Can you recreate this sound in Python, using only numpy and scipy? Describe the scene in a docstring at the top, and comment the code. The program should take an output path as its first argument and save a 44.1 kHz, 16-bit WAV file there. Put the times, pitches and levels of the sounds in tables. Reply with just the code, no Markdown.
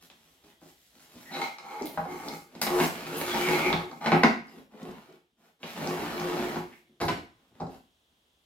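"""A small workshop, a stereo pair of microphones close to a wooden workbench, faint air behind.
Thin wooden blanks with paper templates stuck on are being handled: fingers smooth the paper, one blank
is scraped off the bench, a stack is dragged closer and clacks down, the row is pushed along, and a hand
drops on the bench. Knocks and the friction of grain on grain ring bench, blank and paper together,
and the room answers with short reflections."""
import sys
import numpy as np
from scipy import signal
from scipy.fft import rfft, irfft, next_fast_len
from scipy.io import wavfile
from scipy.ndimage import uniform_filter1d

SR = 44100
rng = np.random.default_rng(int(sys.argv[2]) if len(sys.argv) > 2 else 0)


def file_out(sig):
    """Save sig as 16-bit WAV at sys.argv[1]."""
    # one column per channel
    cols = np.atleast_2d(sig).T
    # limit, then scale
    lim = np.clip(cols, -1, 1)
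    pcm = np.round(lim * 32767).astype(np.int16)
    wavfile.write(sys.argv[1], SR, pcm)


N = 372644
RING_T = np.arange(SR // 3) / SR  # time axis of one ring-out, s


def gain_of(db):
    """Decibels to a factor."""
    return 10 ** (np.asarray(db) / 20)


def unit_rms(x):
    """Scales to rms 1."""
    return x / np.sqrt(np.mean(x ** 2) + 1e-30)


def unit_energy(x):
    """Scales to energy 1."""
    return x / (np.linalg.norm(x) + 1e-30)


def at_level(sound, db):
    """Sets the rms level of the first 25 ms."""
    return gain_of(db) * sound / np.sqrt(np.mean(sound[:SR // 40] ** 2) + 1e-30)


def read(points, hz):
    """Reads a table along a log-frequency axis."""
    f, value = np.transpose(points)
    return np.interp(np.log(hz + 1), np.log(f + 1), value)


def add(mix, s, sound):
    """Lays a sound into the mix at time s."""
    part = mix[max(round(s * SR), 0):][:len(sound)]
    part += sound[:len(part)]


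def tinted(x, spectrum):
    """Colours a sound by a table of f/Hz, level/dB."""
    size = next_fast_len(x.shape[-1])
    gain = gain_of(read(spectrum, np.fft.rfftfreq(size, 1 / SR)))
    return irfft(rfft(x, size) * gain, size)[..., :x.shape[-1]]


def cut(x, hz, kind, order=3):
    """Low-, high- or band-pass."""
    return signal.sosfilt(signal.butter(order, np.clip(hz, 20, .49 * SR), kind, fs=SR, output="sos"), x)


def ringing(modes):
    """Response of separate modes to a click."""
    return unit_energy(sum((-1) ** k * gain_of(db - 60 * RING_T / t60) * np.sin(2 * np.pi * hz * RING_T)
                           for k, (hz, db, t60) in enumerate(modes)))


def damped(spectrum):
    """Response of crowded, quickly damped resonances to a click: a short coloured push."""
    log_gain = np.log(gain_of(read(spectrum, abs(np.fft.fftfreq(2 * len(RING_T), 1 / SR)))))
    minimum_phase = np.exp(np.conj(signal.hilbert(log_gain)))
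    return unit_energy(np.fft.ifft(minimum_phase).real[:len(RING_T)])


def grains(count, per_s, spread_db):
    """Tiny collisions of surface roughness, of random size and sign."""
    size = gain_of(spread_db * np.minimum(rng.exponential(1, count), 5))
    return unit_rms(size * rng.standard_normal(count) * (rng.random(count) < per_s / SR))


# diffuse sound at the left and right microphones: f/Hz, correlation
MIC_LIKENESS = [(70, 1), (200, 0.81), (380, 0.86), (700, 0.65), (1300, -0.36), (4000, 0.28), (14000, 0.98)]
def diffuse_noise(count):
    """Stereo noise, as alike as the two microphones hear a diffuse field."""
    size = next_fast_len(count)
    a, b = rfft(rng.standard_normal((2, count)), size)
    same = np.clip(read(MIC_LIKENESS, np.fft.rfftfreq(size, 1 / SR)), -1, 1)
    mid, side = a * np.sqrt((1 + same) / 2), b * np.sqrt((1 - same) / 2)
    return irfft(np.array([mid + side, mid - side]), size)[:, :count]


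# still air all round the microphones: f/Hz, relative level/dB
AIR_SPECTRUM = [(18, -45), (30, -13.5), (48, -11.5), (69, -5), (97, -13.5), (152, -12.5), (292, -14.5),
                (830, -17), (1140, -18.5), (2360, -22), (3320, -12.5), (4400, -23), (15500, -34.5)]
# its slow drift: t/s, level/dB
AIR_LEVEL = [(0, -68.5), (1.1, -69), (4.4, -77), (5.3, -80), (6.9, -72.5), (8.0, -71)]
def air():
    """Room tone: the faint hiss and hum of the workshop."""
    level_db = np.interp(np.arange(N) / SR, *np.transpose(AIR_LEVEL))
    return unit_rms(tinted(diffuse_noise(N), AIR_SPECTRUM)) * gain_of(level_db)


# modes of the bench top and of a blank held in the air: f/Hz, relative level/dB, t60/s
BENCH_MODES = [(168.27, 2, 0.14), (201.4, -4, .11), (227.6, 1.5, 0.13), (264.5, 0, .16), (322.2, -7.5, .11),
               (358.6, 3.5, .08), (410.06, -8.5, 0.18), (458.7, -6.5, 0.11)]
HELD_MODES = [(615, -8, .035), (797, 1, .085), (950, -2, .04), (1075, -3, .035), (1310, -9, .025),
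              (2115, 0, .04), (2300, -3, .012), (2800, -4, .005), (3980, -4, .01), (6060, -14, .016)]
# crowded, quickly damped resonances of each part: f/Hz, relative level/dB
BENCH_BODY = [(25, -45.5), (60, -16.5), (115, -20.5), (160, -0.5), (260, -1.5), (400, -3.5), (520, -2.5),
              (700, -16.5), (1500, -76)]
BLANK_BODY = [(250, -37.5), (480, -2.5), (720, 2.5), (1180, -2), (1650, -6.5), (2000, -5), (2300, -7),
              (2900, -5.5), (4200, -11.5), (5500, -18.5), (9000, -57.5)]
PAPER_BODY = [(2000, -39.5), (4000, 3), (5300, 4), (6500, 2), (7600, 4), (8800, -2.5), (11500, 2),
              (13500, -2), (16000, -6.5)]
def responses():
    """How the bench, a lifted blank, a lying blank and the paper each answer a click."""
    bench = ringing(BENCH_MODES) + gain_of(-6.5) * damped(BENCH_BODY)
    return bench, ringing(HELD_MODES), damped(BLANK_BODY), damped(PAPER_BODY)


# fingers on the templates: t/s, length/s, drive of weight/dB, drive of hiss/dB
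FINGER_RUBS = [ (0.0, 0.082, -62.5, -64), (0.065, 0.41, -69.5, -74), (0.4, 0.159, -61, -71.5),
               (0.59, 0.157, -67.5, -66), (0.715, 0.261, -102, -71), (0.894, 0.243, -63.5, -67),
               (1.059, 0.364, -55, -63), (1.83, 0.276, -50, -66), (2.156, 0.3005, -52.5, -58.5),
               (2.463, 0.352, -51.5, -68.5), (2.78, 0.1073, -30.5, -41.5), (3.102, 0.135, -36, -51),
               (4.419, 0.235, -53.5, -71), (4.688, 0.37, -48.5, -70.5), (5.364, 0.17, -63, -77.5),
               (5.59, 0.119, -52.5, -65), (6.625, 0.197, -62, -72.5), (7.319, 0.237, -67, -85.5),
               (7.533, 0.114, -58, -79), (7.676, 0.1154, -57, -70.5)]
def finger_rubs():
    """Fingers stroke the paper and lean on the wood: bench rumble, blank ring, edge rasp, paper hiss."""
    power = np.zeros((5, N))
    bench, _, blank, edge, paper = power
    for start, length, weight_db, hiss_db in FINGER_RUBS:
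        arch = np.sin(np.linspace(0, np.pi, int(length * SR)))
        weight, hiss = gain_of(weight_db) * arch, gain_of(hiss_db) * arch
        add(bench, start, weight ** 2)
        add(blank, start, (weight * gain_of(-6)) ** 2)  # the blank takes up part of the weight
        add(edge, start, (weight * gain_of(-16.5) + hiss * gain_of(-2)) ** 2)
        add(paper, start, hiss ** 2)
    return power


def wandering(x, patchy_db):
    """The point of contact travels, so it favours ever different resonances."""
    spectra = signal.stft(x, nperseg=1024, noverlap=768)[2]
    patches = uniform_filter1d(rng.standard_normal(spectra.shape), size=5, axis=0)
    patches = unit_rms(uniform_filter1d(patches, size=9, axis=1))
    return signal.istft(spectra * gain_of(patchy_db * patches), nperseg=1024, noverlap=768)[1][:N]


def friction(power, lifted_power, bench, free, flat, paper):
    """Grain rubs over grain; the pressure catches and slips, and all parts answer together."""
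    on_bench, on_drone, on_blank, on_edge, on_paper = np.sqrt(power)
    lift = np.clip(lifted_power / (on_blank ** 2 + 1e-30), 0, 1)
    slip_db = 0.62 * unit_rms(cut(rng.standard_normal(N), 58, "low", order=2))
    force = wandering(grains(N, per_s=9000, spread_db=4.0), patchy_db=1.5) * gain_of(slip_db)
    shudder = ringing([(358, 0, 0.18)])  # a dragged blank shudders with one resonance of the bench top
    rumble, drone, held, lying, hiss = (unit_rms(signal.oaconvolve(force, part)[:N])
                                        for part in (bench, shudder, free, flat, paper))

    def wood(kind, freedom):
        """The low or high modes of the blank, between damped and freely ringing."""
        rings, dead = (unit_rms(cut(x, 1575, kind, order=4)) for x in (held, lying))
        return np.sqrt(freedom) * rings + np.sqrt(1 - freedom) * dead

    ring = wood("low", lift)
    rasp = wood("high", 0.7 * np.sqrt(lift))  # the grip damps the rest of the upper modes
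    rumble = unit_rms(cut(rumble, 85, "high", order=2))  # rubbing is too light to rock the frame
    return (rumble * on_bench * gain_of(-1.88) + drone * on_drone + ring * on_blank * gain_of(0.5)
            + rasp * on_edge * gain_of(3.5) + hiss * on_paper * gain_of(6.0))


def contact(chatter_s):
    """Force of one touch: a click, then surfaces chattering as they settle."""
    u = RING_T / max(chatter_s, 1 / SR)
    force = 0.06 * u * np.exp(1 - u) * grains(len(u), per_s=14000, spread_db=6.5)
    force[0] += 1 / (1 + (chatter_s / 0.013) ** 2)  # slow, fleshy touches have hardly any click
    return force


def scattered(force, chatter_s, t60, share):
    """A blow bounces about inside the material, differently at each place that is struck."""
    build_up = 1 - np.exp(-RING_T / max(chatter_s, 1 / SR))
    echoes = rng.standard_normal(len(RING_T)) * build_up * gain_of(-60 * RING_T / t60)
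    return unit_energy(force) + share * unit_energy(echoes)


# modes of a blank landing flat on the bench: f/Hz, relative level/dB, t60/s
LANDED_MODES = [(590, -5, .06), (718, -3, .05), (829, 1, .06), (968, 1, .06), (1660, -4, .03),
                (1855, 2, .03), (2142, 1, .035), (2340, -3, .02), (3950, -1, .014), (5165, 4, .016)]
# crowded, quickly damped resonances of a struck blank: f/Hz, relative level/dB
CLACK_BODY = [(250, -27.5), (480, -4), (700, 2), (950, 2.5), (1300, -3.5), (1850, -3.5), (2250, -3),
              (2900, -7), (4200, -11.5), (5300, -11), (9000, -45)]
# wood and hand knocking in front of the microphones, levels relative: t/s, bench/dB, blank/dB, paper/dB,
# hardness/Hz, chatter/s, rebound gap/s (0 = lands dead), lift (0 = lying flat, 1 = held in the air)
KNOCKS = [ (.1, -64.5, -59.5, -64.5, 7250, 0.000365, 0.0139, 0.06),
          (.437, -62, -72.5, -72.5, 1534, 0.004, 0.00065, .1),
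          (.617, -56.5, -60.5, -79.5, 1500, 0.00185, 0.037, 0.082),
          (1.153, -50, -73.5, -63.5, 1200, 0.00634, 0.0014, .1),
          (1.337, -60, -46.5, -51.5, 5000, 0.01, 0.0002, 0.35), (1.585, -66, -46, -53, 3970, .0004, 0, .4),
          (1.9747, -38.5, -29, -64, 1285, 0.00073, 0.0017, 0.082),
          (2.052, -43.5, -37, -65.5, 990, 0.00135, 0.0021, 0.24),
          (2.552, -44, -51.5, -59.5, 2950, 0.00061, .043, 0.147),
          (2.616, -38.5, -30, -32.5, 9490, 0.00177, 0.0091, 0.034),
          (2.667, -35.5, -32.5, -46, 3470, 0.00227, 0.0032, 0.047),
          (2.801, -24.5, -27, -41.5, 2650, 0.00125, 0.024, 0.0465),
          (3.338, -33, -32, -50.5, 1510, 0.00433, 0.003, 0.713),
          (3.492, -35, -51.5, -50.5, 2600, 0.002674, 0.00086, 0.41),
          (3.728, -27, -29.5, -53, 3700, 0.00132, 0.0016, 0.062),
          (3.914, -51.5, -42.5, -58.5, 1165, 0.0011, 0.00064, 0.52),
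          (4.061, -32.5, -27, -44, 3030, 0.0014, .009, 0.085),
          (4.1195, -20.5, -20.5, -43.5, 2395, 0.00215, 0.014, 0.083),
          (4.235, -20, -17.5, -53.5, 2400, 0.0015, 0, .03),
          (4.818, -44.5, -61, -84, 1631, 0.000937, 0.0276, 0.049),
          (4.886, -49.5, -50, -67.5, 1178, 0.00207, 0.0007, 0.046),
          (5.632, -42.5, -44.5, -60.5, 6625, 0.00387, 0.0049, 0.044),
          (6.360, -38.5, -42, -64.5, 1392, 0.0133, 0, .05),
          (6.559, -33.5, -35.5, -54, 1698, 0.00083, 0, 0.043),
          (7.002, -40.5, -37.5, -49, 2960, 0.00825, 0.00066, 0.0213),
          (7.014, -29.5, -30.5, -41.5, 1498, 0.0048, 0.0179, 0.0198),
          (7.083, -31.5, -29, -40.5, 2800, 0.00131, 0.006, 0.01754),
          (7.174, -48, -64.5, -58.5, 889, .002, 0.0067, 0.026),
          (7.600, -42, -37, -58.5, 888.2, 0.00568, 0, 0.023),
          (7.611, -37.5, -40, -64, 795, 0.00197, 0, 0.004664),
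          (7.668, -48, -50, -62.5, 850.8, .0008, 0.00012, 0.005),
          (7.745, -59, -57, -68.5, 1000, .002, 0, .02)]
def knocks(bench, free, paper, rebound_db=-6, rebound_hardness=0.976):
    """A blow thuds in the bench, clacks in the blank and slaps the paper; a lifted blank rings."""
    out = np.zeros(N)
    landed = unit_energy(damped(CLACK_BODY) + gain_of(-10.5) * ringing(LANDED_MODES))
    for s, bench_db, blank_db, paper_db, hard_hz, chatter_s, gap_s, lift in KNOCKS:
        blank = np.sqrt(1 - lift) * landed + np.sqrt(lift) * free
        for k in range(3 if gap_s > 0 else 1):  # the piece rocks, each rebound weaker and duller
            top_hz = hard_hz * rebound_hardness ** k
            force = contact(chatter_s)
            in_wood = scattered(force, chatter_s, t60=0.12, share=1.3)
            in_paper = scattered(force, chatter_s, t60=0.025, share=0.87)
            thud = signal.fftconvolve(force, bench)
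            clack = signal.fftconvolve(in_wood, cut(blank, top_hz, "low"))
            slap = signal.fftconvolve(in_paper, cut(paper, 0.75 * top_hz, "low", order=2))
            for part, db in ((thud, bench_db), (clack, blank_db), (slap, paper_db)):
                add(out, s + k * gap_s, at_level(part, db + k * rebound_db))
    return out


# edges of paper and wood, heard close: t/s, relative level/dB, f/Hz, chatter/s
EDGE_TICKS = [(1.823, -45.5, 6200, 0.00042), (1.856, -40.5, 13400, 0.0022), (1.857, -43.5, 4300, 0.0058),
              (2.285, -39, 4930, 0.0012), (2.615, -29.5, 13030, 0.0018), (3.169, -34.5, 13300, 0.009),
              (3.729, -28.5, 3656, .0007), (4.06, -30, 1450, 0.0009), (4.117, -35, 2120, 0.0012),
              (4.2336, -20, 1951, 0.0018), (4.2364, -28, 5070, 0.00073), (4.12, -58.5, 13100, 0.028),
              (4.231, -49, 12500, .0008), (0.101, -54, 3360, 0.0006), (5.631, -39, 3088, 0.002637),
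              (5.874, -38.5, 5620, 0.00061), (6.2, -43.5, 5760, 0.00047), (6.719, -50.5, 2335, 0.0109),
              (7.004, -47, 12200, 0.0196)]
def edge_ticks():
    """Short bright snaps where an edge catches."""
    out = np.zeros(N)
    for s, db, hz, chatter_s in EDGE_TICKS:
        snap = cut(contact(chatter_s), [hz / 1.41, hz * 1.104], "band", order=2)
        add(out, s, at_level(snap, db))
    return out


# fingertips on bare wood: t/s, length/s, first f/Hz, last f/Hz, level/dB
FINGER_JUDDERS = [(0.437, 0.041, 298.6, 287, -63), (0.62, 0.0324, 334, 259, -56),
                  (0.651, 0.0338, 293.6, 385.4, -56.5), (1.812, 0.0171, 388.3, 258, -29.5),
                  (1.835, 0.0307, 246.2, 352.7, -33.5), (2.255, 0.0466, 321.8, 241.3, -42.5),
                  (4.527, 0.0451, 356.5, 347.6, -53.5), (4.567, 0.053, 211.1, 239.2, -50),
                  (4.733, 0.0515, 399.6, 433, -53.5), (4.846, 0.0424, 378.1, 332.7, -43.5),
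                  (4.885, 0.0233, 238.3, 209.6, -40.5), (5.08, 0.052, 361.1, 355.5, -56.5),
                  (7.172, 0.0176, 298.8, 260, -41.5)]
def finger_judders():
    """Skin sticks and slips on the wood for a few cycles: a short hollow grunt."""
    out = np.zeros(N)
    for s, length_s, first_hz, last_hz, db in FINGER_JUDDERS:
        u = np.linspace(0, 1, int(length_s * SR))
        waver = 1 + 0.1647 * unit_rms(uniform_filter1d(rng.standard_normal(len(u)), SR // 400))
        angle = 2 * np.pi * np.cumsum((first_hz + (last_hz - first_hz) * u) * waver) / SR
        grunt = np.sin(angle) + 0.37 * np.sin(2 * angle)
        add(out, s, gain_of(db) * unit_rms(grunt * np.sqrt(u) * (1 - u)))
    return out


# a dragged edge squeaking hoarsely on the bench: t/s, length/s, f/Hz, width/Hz, level/dB
EDGE_SQUEAKS = [(1.254, 0.065, 1870, 220, -50.5), (1.317, 0.0775, 3968, 280, -43),
                (1.332, 0.079, 5970, 130, -70.5), (1.407, .065, 4014, 350, -45.5),
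                (3.287, 0.0714, 3346, 161.3, -40.5), (3.391, .22, 2230, 480, -33.5),
                (3.593, 0.0992, 2301, 380.1, -30.5), (4.479, 0.0195, 4900, 500, -60)]
def edge_squeaks():
    """Grain catches on an edge and keeps one resonance of the blank sounding for a moment."""
    out = np.zeros(N)
    for s, length_s, hz, width_hz, db in EDGE_SQUEAKS:
        arch = np.sin(np.linspace(0, np.pi, int(length_s * SR))).clip(0) ** 0.54
        band_hz = [hz - width_hz / 2, hz + width_hz / 2]
        voice = cut(rng.standard_normal(SR), band_hz, "band", order=2)[-len(arch):]
        add(out, s, gain_of(db) * unit_rms(voice * arch))
    return out


# blanks crossing the bench top: t/s, length/s, time to steady speed/s, starting speed/dB, then the drive
# of bench rumble/dB, bench drone/dB, blank ring/dB, edge rasp/dB, paper hiss/dB, and lift (0 to 1)
BLANK_SLIDES = [ (1.296, 0.0908, 0.058, -21.5, -37.5, -42, -38.5, -42.5, -57, 0.3263),
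                (1.406, 0.0344, 0.017, -11, -44, -47, -35, -37, -55.5, 0.81),
                (1.59, 0.26, 0.17, -10, -53, -49.5, -44.5, -53, -65.5, 0.7),
                (2.07, 0.26, 0.055, -6, -44, -42, -43.5, -53, -61.5, 0.62),
                (2.657, 0.14, 0.12, -15.5, -32.5, -29, -32, -45, -46.5, 0.02),
                (2.894, 0.3137, .01, -18, -39.5, -42, -46.5, -48, -57.5, 0.038),
                (3.111, 0.463, 0.27, -13.5, -40.5, -35, -36.5, -39, -47.5, 0.0714),
                (3.461, 0.2355, 0.017, 4.5, -34, -30, -33, -39, -52.5, 0.31),
                (3.749, 0.062, .01, -2, -39, -40.5, -37.5, -55.5, -63, .4),
                (3.869, 0.116, .03, -4.5, -50.5, -50.5, -69.5, -64, -70.5, .5),
                (4.004, 0.074, .05, -7, -38, -47.5, -35.5, -46, -60, 0.5),
                (5.0, 0.146, .05, -5, -59.5, -58, -66.5, -69, -78.5, 0.0211),
                (5.65, 0.253, 0.011, -10, -48, -62.5, -48.5, -50, -59.5, 0.015),
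                (5.744, 0.212, 0.1294, -13.5, -31, -36, -38, -48.5, -54.5, 0.00698),
                (5.964, 0.5967, 0.56, -1, -36, -35, -38.5, -46, -56, .02)]
def blank_slides(attack_s=0.0079, run_out_db_per_s=262):
    """A blank breaks loose, slides and runs out: power into each part, and into the lifted blank."""
    t = np.arange(N) / SR
    power, lifted_power = np.zeros((5, N)), np.zeros(N)
    for start, length, settle_s, start_db, *drive_db, lift in BLANK_SLIDES:
        age = t - start
        speed_db = start_db * np.clip(1 - age / settle_s, 0, 1) ** 2
        speed_db -= run_out_db_per_s * np.maximum(age - length, 0)
        speed = gain_of(speed_db) * np.clip(age / attack_s, 0, 1)
        stroke = np.outer(gain_of(drive_db), speed) ** 2
        power += stroke
        lifted_power += lift * stroke[2]  # row 2 is the blank's ring
    return power, lifted_power


# heavy blows rocking the whole bench: t/s, level/dB, rise/s
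FRAME_THUMPS = [(2.798, -55, 0.0047), (4.119, -58, 0.004593), (4.235, -47, 0.0057), (7.01, -32.5, 0.0254),
                (7.604, -46, 0.01317)]
def frame_thumps():
    """The frame of the bench booms briefly under weight."""
    out = np.zeros(N)
    for s, db, rise_s in FRAME_THUMPS:
        boom = cut(contact(rise_s), [55, 160], "band", order=2)
        loudest_rms = np.sqrt(uniform_filter1d(boom ** 2, SR // 40).max())
        add(out, s, gain_of(db) * boom / loudest_rms)
    return out


# the bench top right beneath a landing blank: t/s, f/Hz, level/dB
TOP_BOOMS = [(4.2395, 226, -19.5)]
def top_booms(t60=0.15, swell_s=0.0031):
    """One low mode of the bench top swells and dies away under a flat landing."""
    out = np.zeros(N)
    swell = 1 - np.exp(-RING_T / swell_s)
    for s, hz, db in TOP_BOOMS:
        add(out, s, at_level(ringing([(hz, 0, t60)]) * swell, db))
    return out


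# fingernails on the paper, dry and centred between the microphones: t/s, level/dB, f/Hz
NAIL_CLICKS = [(4.470, -74, 6000), (4.830, -62, 4600), (4.914, -69, 4600), (5.125, -72, 3200)]
def nail_clicks(chatter_s=0.00036):
    """Tiny clicks that scatter briefly in the paper, too slight to stir the room."""
    out = np.zeros(N)
    for s, db, hz in NAIL_CLICKS:
        force = scattered(contact(chatter_s), chatter_s, t60=.03, share=1.3)
        add(out, s, at_level(cut(force, [hz / 2.3, hz * 1.84], "band", order=2), db))
    return out


# decay of the workshop: f/Hz, t60/s
ROOM_T60 = [(100, 0.45), (500, 0.31), (2000, 0.4005), (5000, 0.36), (14000, 0.37)]
# reverberation against direct sound at the microphones: f/Hz, level/dB
REVERB_LEVEL = [(60, 4.5), (200, -4), (400, 1.5), (800, 2.5), (2500, 2), (6000, -0.5), (13000, 5.5)]
def reflections(build_up_s=0.0022):
    """One set of dense reflections for both microphones, each band dying at its own speed."""
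    hz, t, spectra = signal.stft(diffuse_noise(SR // 2), SR, nperseg=256)
    t60 = read(ROOM_T60, hz)[:, None]
    tail = signal.istft(spectra * gain_of(-60 * t / t60) / np.sqrt(t60), SR, nperseg=256)[1]
    tail *= 1 - np.exp(-np.arange(tail.shape[1]) / SR / build_up_s)
    return tinted(tail / np.linalg.norm(tail[0]), REVERB_LEVEL)


def room(x, sets=5, crossfade_s=0.07):
    """Direct sound reaches the left microphone first; the reflections change as arms and wood move."""
    # direct and reflected sound share the power
    direct = tinted(x, [(hz, -10 * np.log10(1 + gain_of(db) ** 2)) for hz, db in REVERB_LEVEL])
    out = np.array([direct, np.roll(direct, 3)])
    place = np.arange(N) / SR / crossfade_s
    for k in range(sets):
        away = abs((place - k + sets / 2) % sets - sets / 2)
        fade = np.cos(np.pi / 2 * np.minimum(away, 1))
        out += signal.oaconvolve((direct * fade)[None], reflections(), axes=1)[:, :N]
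    return out


def scene():
    """Bench, blanks and paper, rubbed and knocked, as they reach the microphones."""
    bench, free, flat, paper = responses()
    blows = gain_of(1.5) * knocks(bench, free, paper) + gain_of(-2.5) * edge_ticks()
    blows += frame_thumps() + top_booms()
    slide_power, lifted_power = blank_slides()
    rubbing = friction(finger_rubs() + slide_power, lifted_power, bench, free, flat, paper)
    return room(rubbing + edge_squeaks() + finger_judders() + blows) + nail_clicks() + air()


def record(dry):
    """The microphones drop the bass below 42 Hz; the recorder's band ends near 16 kHz."""
    band_limit = signal.firwin(511, 15950, window=("kaiser", 9), fs=SR)
    return signal.oaconvolve(cut(dry, 42, "high", order=2), band_limit[None], "same")


dry = scene()
out = record(dry)
file_out(out)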